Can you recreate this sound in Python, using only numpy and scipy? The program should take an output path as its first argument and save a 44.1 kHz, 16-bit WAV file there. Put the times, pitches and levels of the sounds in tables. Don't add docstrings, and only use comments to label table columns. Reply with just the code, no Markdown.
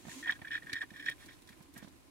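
import sys
import numpy as np
from scipy import signal
from scipy.fft import rfft, irfft
from scipy.io import wavfile
from scipy.ndimage import uniform_filter1d

SR = 44100
rng = np.random.default_rng(int(sys.argv[2]) if len(sys.argv) > 2 else 0)


def int16_out(signal):
    q = np.round(np.clip(np.atleast_2d(signal).T, -1, 1) * 32767)
    wavfile.write(sys.argv[1], SR, q.astype(np.int16))


N = 92610
T = np.arange(N) / SR
HZ = np.fft.rfftfreq(N, 1 / SR)
GRIT_PER_S, CRUMB_PAN_DB = 3000, -3.5
# (frequency [Hz], width [Hz], left gain [dB], right gain [dB], left phase lead [rad])
HIDE_MODES = [(830, 230, 0.3, -6, 3), (1000, 480, -5.5, -6, 6.5), (1460, 235, -2, 4, 8.0),
              (1660, 82, 15.5, 16, 2), (1809.6, 100, 18, 16, 7), (1855.4, 105, 5, 7, 7),
              (2326, 83, -27, 9, -0.3), (2454, 160, -0.5, -3.9, 0.6), (3037, 420, -10, -7.5, 4.5),
              (3308, 190, -2.3, 1.8, 8), (3745, 122, 0, 3.5, 2.5), (4270, 310, -15, -28, 10.5),
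              (4430, 77, -32, -9.5, 8), (5460, 380, -24.5, -11.5, 10), (7020, 214, -33, -19.5, -4.8),
              (8060, 180, -46.5, -21.5, 2.3), (10000, 250, -27.5, -30, 8)]


def amp(db):
    return 10 ** (np.asarray(db) / 20)


def unit(x):
    return x / np.sqrt(np.mean(x ** 2) + 1e-20)


def spectrum(points):
    f, value = np.transpose(points)
    return np.interp(np.log(HZ + 1), np.log(f + 1), value)


def envelope(points):
    return amp(np.interp(T, *np.transpose(points)))


def colour(x, db):
    return irfft(rfft(x, N) * amp(db), N)


def pan(db):
    return amp(np.array([[db], [-db]]) / 2)


def add(mix, onset, sound):
    part = mix[:, max(round(onset * SR), 0):][:, :sound.shape[1]]
    part += sound[:, :part.shape[1]]


def grains(rate, spread_db):
    sign = rng.choice([-1, 1], N)
    size = amp(spread_db * np.minimum(rng.exponential(1, N), 4))
    return unit(sign * size * (rng.random(N) < rate / SR))


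def hide(force, tilt_db, modes=HIDE_MODES):
    hz, width, left, right, lead = np.transpose(modes)[:, :, None]
    t = T[:SR // 20]
    fade = amp(tilt_db * np.log2(hz / 1800)) * width ** 2 * t * np.exp(-np.pi * width * t)
    phase = 2 * np.pi * hz * t
    sines = np.array([amp(left) * np.sin(phase + lead / 2), amp(right) * np.sin(phase - lead / 2)])
    response = (fade * sines).sum(1)
    return signal.fftconvolve(force[None], response / np.linalg.norm(response) * np.sqrt(2), axes=1)


def room():
    # (frequency [Hz], relative level [dB])
    noise_spectrum = [(12, -79), (20, 1.5), (48, -10), (85, -3.5), (221, -25.5), (284, -5), (524, -20.5),
                      (866, -20.5), (1050, -26), (1180, -26.5), (2300, -29), (2650, -34), (3910, -25.5),
                      (5780, -29.5), (9300, -36), (14500, -37.5), (15800, -67)]
    # (frequency [Hz], correlation [-1 to 1])
    correlations = [(50, -0.52), (130, -0.29), (290, 0.56), (600, -0.54), (1400, -0.93), (3000, 0.009),
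                    (15000, -0.21)]
    # (frequency [Hz], left minus right [dB])
    level_differences = [(60, 12), (110, -5), (200, 5.5), (380, -9), (700, 4.5), (1300, 10), (4400, -3.5),
                         (9000, 9)]
    # (frequency [Hz], width [Hz], level [dB])
    hum_bands = [(272, 58, -73.5), (1020, 89, -80.5)]
    left, independent, hum_noise = rfft(rng.standard_normal((3, N)))
    correlation, balance_db = spectrum(correlations), spectrum(level_differences)
    right = correlation * left + np.sqrt(1 - correlation ** 2) * independent
    pair = np.array([left * amp(balance_db / 2), right * amp(-balance_db / 2)])
    noise = unit(irfft(pair * amp(spectrum(noise_spectrum)), N))
    hum = sum(amp(db) * unit(irfft(hum_noise / (1 + ((HZ - hz) / width * 2) ** 2), N))
              for hz, width, db in hum_bands)
    return amp(-63) * noise + hum * pan(db=-11)


def rustle():
    # (frequency [Hz], relative level [dB])
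    soil_spectrum = [(150, 19.5), (330, 3.5), (500, 9), (1200, 4.5), (2400, 5.5), (4000, -1), (5000, -3.5),
                     (9500, 0), (16000, -10)]
    # (time [s], relative level [dB])
    levels = [(0.36, -64), (0.722, -62), (0.732, -65), (0.746, -66), (0.83, -63.5), (0.854, -65),
              (1.072, -64), (1.096, -57), (1.14, -65), (1.27, -59), (1.28, -64.5), (1.614, -64.5),
              (1.716, -70), (1.788, -55), (1.798, -65.5), (2.1, -67.5)]
    crumbs = np.array([grains(rate=3300, spread_db=3) for side in range(2)])
    return amp(2.5) * unit(colour(crumbs, spectrum(soil_spectrum))) * envelope(levels) * pan(db=-2)


def swish():
    # (frequency [Hz], relative level [dB])
    hiss_spectrum = [(290, -15), (500, -4), (781, -14), (1010, 2.5), (1170, -14), (1800, -4.5),
                     (3100, -5.5), (4380, -5), (4840, -9), (6800, -3), (11500, -14.5), (15500, -20)]
    # (time [s], level [dB])
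    levels = [(0, -63.5), (.05, -62), (.08, -56), (.11, -50), (.17, -52), (.21, -52.5), (.228, -59.5),
              (.27, -63), (.36, -65.5), (.42, -98.5)]
    peak_s, half_length_s, tone_hz, glide_hz_per_s = 0.18, 0.032, 266, 600
    grit = np.array([grains(rate=4300, spread_db=2) for side in range(2)])
    hiss = unit(colour(grit, spectrum(hiss_spectrum))) * envelope(levels)
    t = T - peak_s
    phase = 2 * np.pi * (tone_hz + glide_hz_per_s * t / 2) * t
    tone = np.sqrt(2) * np.sin(phase) * np.exp(-(t / half_length_s) ** 2)
    return hiss + amp(-51) * tone * pan(db=-5)


def rumble():
    # (frequency [Hz], relative level [dB])
    resonance = [(100, -12), (220, -3), (285, 8.5), (350, 4.5), (430, -11), (800, -20), (1200, -15),
                 (2000, -46)]
    # (time [s], relative level [dB])
    levels = [(0.0, -57), (0.23, -54.5), (0.6, -66.5), (0.74, -50.5), (0.78, -67), (1.09, -53.5),
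              (1.21, -70), (1.29, -52), (1.38, -70), (1.53, -62.5), (1.85, -60), (2.1, -71)]
    vibration = unit(colour(rng.standard_normal(N), spectrum(resonance)))
    return amp(-5) * vibration * envelope(levels) * pan(db=-5)


def bumps():
    # (time [s], level [dB], frequency [Hz], crunch level [dB])
    impacts = [(0.051, -54.5, 212, -52), (.068, -45, 204.5, -56), (0.081, -41.5, 170, -47),
               (0.299, -53, 256, -53.5), (.39, -56, 277, -53.5), (.417, -50, 179, -47.5),
               (.557, -51.5, 316, -69), (.645, -53.5, 185, -78), (0.836, -51, 302, -69),
               (.915, -49.5, 200, -61), (0.929, -58, 193, -57.5), (1.097, -53, 301, -55),
               (1.503, -52, 217, -69), (1.606, -49.5, 170, -55.5), (1.764, -49.5, 217, -55),
               (1.825, -46, 222, -51.5), (1.844, -46.5, 197, -53.5), (1.874, -56.5, 272, -56.5)]
    # (frequency [Hz], relative level [dB])
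    crunch_spectrum = [(30, 0), (110, 22), (300, 0.5), (700, 11.5), (1100, 5), (2000, 2), (5000, -12),
                       (16000, -65)]
    thud_rise_s, crunch_rise_s = 0.0028, 0.0031
    t, out = T[:SR // 10], np.zeros((2, N))
    soil = unit(colour(rng.standard_normal((2, N)), spectrum(crunch_spectrum)))
    for onset, db, hz, crunch_db in impacts:
        thud_level = amp(db) * t / thud_rise_s * np.exp(1 - t / thud_rise_s)
        add(out, onset, -thud_level * np.sin(2 * np.pi * hz * t) * pan(db=-12))
        age = np.maximum(T - onset, 0) / crunch_rise_s
        out += amp(crunch_db) * age * np.exp(1 - age) * soil * pan(db=-7)
    return out


def snaps():
    # (time [s], level [dB], decay time [s], tilt [dB/octave])
    fractures = [(0.05, -50, 0.004, -20), (0.3105, -46, 0.0048, -1.5), (.322, -37, 0.0024, -15),
                 (0.4167, -38.5, 0.0026, -18), (.631, -45.5, 0.0024, -15.5), (0.6961, -49.5, 0.0056, -7),
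                 (0.7294, -30, 0.0051, -6.5), (.904, -60.5, 0.0062, -1), (1.0603, -42.5, 0.0036, -7),
                 (1.0974, -39, 0.0023, 1), (1.257, -51.5, 0.008, 0), (1.29, -55, 0.014, -15),
                 (1.323, -57, 0.018, -2), (1.42, -54, 0.0031, 2), (1.473, -53, 0.005, -0.5),
                 (1.488, -54, 0.01, 0.5), (1.621, -58, 0.0091, 4), (1.738, -53, 0.0048, 5.5),
                 (1.774, -48.5, 0.0095, 5.5), (1.825, -56.5, 0.022, -3), (1.881, -55.5, 0.0049, -2)]
    # (frequency [Hz], relative level [dB])
    crumb_spectrum = [(300, -11.5), (900, -32.5), (2000, -8), (2700, -11), (3700, 2.5), (4500, 1),
                      (5100, -5.5), (5800, 1.5), (6400, -4.5), (9000, -7), (12000, -5), (16000, -19)]
    t, out = T[:SR // 10], np.zeros((2, N))
    octaves = np.log2(np.maximum(HZ, 1500))
    for onset, db, decay_s, tilt_db in fractures:
        gain_db = spectrum(crumb_spectrum) + tilt_db * octaves
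        burst = colour(rng.standard_normal((2, len(t))), gain_db)[:, :len(t)]
        rise_s = 0.46 * decay_s
        level = amp(db) * np.minimum(t / rise_s, 1) * np.exp(-t / decay_s)
        add(out, onset, level * unit(burst) * pan(CRUMB_PAN_DB))
        add(out, onset, amp(-6) * hide(level * rng.standard_normal(len(t)), tilt_db + 18.5))
    return out


def rasp():
    # (start [s], end [s], relative start level [dB], relative end level [dB], tilt [dB/octave])
    strokes = [(0.231, 0.25, -53, -55, 15), (0.264, 0.341, -43.5, -47, -15.5),
               (0.342, 0.371, -55.5, -52.5, 1), (0.436, 0.476, -56, -59, -17), (0.48, 0.487, -47, -64, 9),
               (0.518, 0.569, -39.5, -42, 4), (0.567, 0.601, -53, -48, 2), (0.606, 0.709, -73.5, -42, -4),
               (0.718, 0.792, -54, -36, 7.5), (0.807, 0.829, -47.5, -44, 14),
               (0.828, 0.849, -40.5, -55, -14), (0.94, 1.05, -52, -48.5, 6), (1.054, 1.106, -49, -39.5, 10),
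               (1.108, 1.136, -44.5, -57, 8), (1.187, 1.256, -57.5, -59.5, 12.5),
               (1.285, 1.346, -52, -65, 5.5), (1.475, 1.54, -76, -59.5, 5), (1.761, 1.83, -50, -60, -1)]
    # (frequency [Hz], relative level [dB])
    fizz_spectrum = [(700, -10), (1500, -1), (2300, 3.5), (3000, -4.5), (8000, -14), (16000, -18)]
    fade_s, fizz_exponent = 0.0081, 0.34
    out, grit = np.zeros((2, N)), grains(GRIT_PER_S, spread_db=6)
    fizz = amp(-48) * unit(colour(grit, spectrum(fizz_spectrum))) * pan(CRUMB_PAN_DB)
    for start, end, start_db, end_db, tilt_db in strokes:
        during = (T > start - fade_s) & (T < end)
        t = T[during]
        fade = np.minimum(np.minimum(t - t[0], end - t) / fade_s, 1)
        force = amp(np.interp(t, [start, end], [start_db, end_db])) * fade
        add(out, t[0], amp(-3) * hide(grit[during] * force, tilt_db))
        add(out, t[0], fizz[:, during] * force ** fizz_exponent)
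    return out


def slips():
    # (peak time [s], level [dB], frequency [Hz], relative bite level [dB])
    releases = [(0.0961, -48, 1797, -52.5), (0.1173, -46.5, 1844, -55), (0.2307, -41, 1834, -54.5),
                (0.2387, -42.5, 1780, -52.5), (0.2494, -41, 1821, -54.7), (0.2605, -35, 1837, -48.5),
                (0.2713, -40, 1817, -57), (0.2756, -32, 1826, -49), (0.2817, -39, 1774, -40),
                (0.289, -34.2, 1794, -56.5), (0.2963, -23, 1818, -41), (0.3018, -30.5, 1783, -47.6),
                (0.3073, -34.5, 1787, -37), (0.3239, -40.5, 1842, -40.5), (0.4189, -49, 1787, -55.5),
                (0.4502, -40, 1768, -52.3), (0.4557, -47.5, 1709, -73.0), (0.474, -40.7, 1803, -54.5),
                (0.4829, -45.5, 1843, -52), (0.509, -38.5, 1754, -51), (0.5172, -35.5, 1816, -40),
                (0.522, -36, 1792, -42), (0.5348, -38.0, 1790, -49), (0.5427, -40.5, 1815, -43),
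                (0.547, -36.5, 1792, -39.5), (0.5539, -29.5, 1823, -46.5), (0.5569, -38.5, 1785, -54),
                (0.5677, -41.5, 1728, -42.5), (0.579, -36.5, 1826, -49), (0.6255, -46.5, 1806, -69),
                (0.6721, -44, 1846, -59), (0.6984, -41, 1811, -48.5), (0.7217, -46.5, 1836, -53),
                (0.7353, -35, 1792, -46), (0.7455, -37.5, 1840, -55.7), (0.7569, -33.5, 1812, -50),
                (0.765, -34.5, 1799, -54.5), (0.7706, -37, 1816, -51), (0.7857, -41, 1797, -64),
                (0.8108, -36.5, 1835, -57), (0.8181, -31.1, 1801, -42), (0.832, -39, 1823, -53),
                (0.8438, -49.5, 1832, -68), (0.9072, -50.7, 1806, -55.5), (0.9625, -45, 1816, -56),
                (1.0005, -43, 1768, -47), (1.015, -50, 1838, -51.9), (1.0652, -32.5, 1785, -38.5),
                (1.075, -39.5, 1831, -43.5), (1.0869, -26.5, 1885, -38.5), (1.0887, -37, 1843, -47),
                (1.114, -45, 1799, -45.5), (1.123, -47, 1810, -59.5), (1.2934, -53.5, 1840, -55),
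                (1.4905, -51.5, 1797, -61.7)]
    swell_s, ring_decay_s, bite_decay_s = 0.003, 0.0055, 0.0084
    wander_hz, stereo_width = 54.8, 0.98
    main_modes = [mode for mode in HIDE_MODES if 1300 < mode[0] < 2100]
    upper_modes = [mode for mode in HIDE_MODES if mode[0] >= 2100]
    peak_s, db, hz, bite_db = np.transpose(releases)[:, :, None]
    before, after = np.minimum(T - peak_s, 0), np.maximum(T - peak_s, 0)
    swell = np.exp(-(before / swell_s) ** 2)
    power = (amp(db) * swell * np.exp(-after / ring_decay_s)) ** 2 + 1e-16
    wander = unit(uniform_filter1d(rng.standard_normal(N), size=90))
    pitch = (power * hz).sum(0) / power.sum(0) + wander_hz * wander
    squeak = np.sqrt(2) * np.sin(2 * np.pi * np.cumsum(pitch) / SR)
    resonance = hide(rng.standard_normal(N), tilt_db=1.5, modes=main_modes)[:, :N]
    ring = amp(-2.5) * squeak + amp(-4) * resonance
    ring = ring.mean(0) + stereo_width * (ring - ring.mean(0))
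    ring /= np.sqrt(uniform_filter1d((ring ** 2).mean(0), size=200) + 1e-9)
    bite_power = (amp(bite_db - 0.5) * swell * np.exp(-after / bite_decay_s)) ** 2
    bite = hide(grains(GRIT_PER_S, spread_db=3.5), tilt_db=-1, modes=upper_modes)[:, :N]
    return np.sqrt(power.sum(0)) * ring + np.sqrt(bite_power.sum(0)) * bite


def scene():
    return slips() + rasp() + snaps() + bumps() + rumble() + swish() + rustle() + room()


def record(dry):
    low_cut_hz, high_cut_hz = 46, 15850
    high_pass = signal.butter(2, low_cut_hz, "high", fs=SR, output="sos")
    low_pass = signal.firwin(511, high_cut_hz, window=("kaiser", 9), fs=SR)
    return signal.oaconvolve(signal.sosfilt(high_pass, dry), low_pass[None], "same")


dry = scene()
out = record(dry)
int16_out(out)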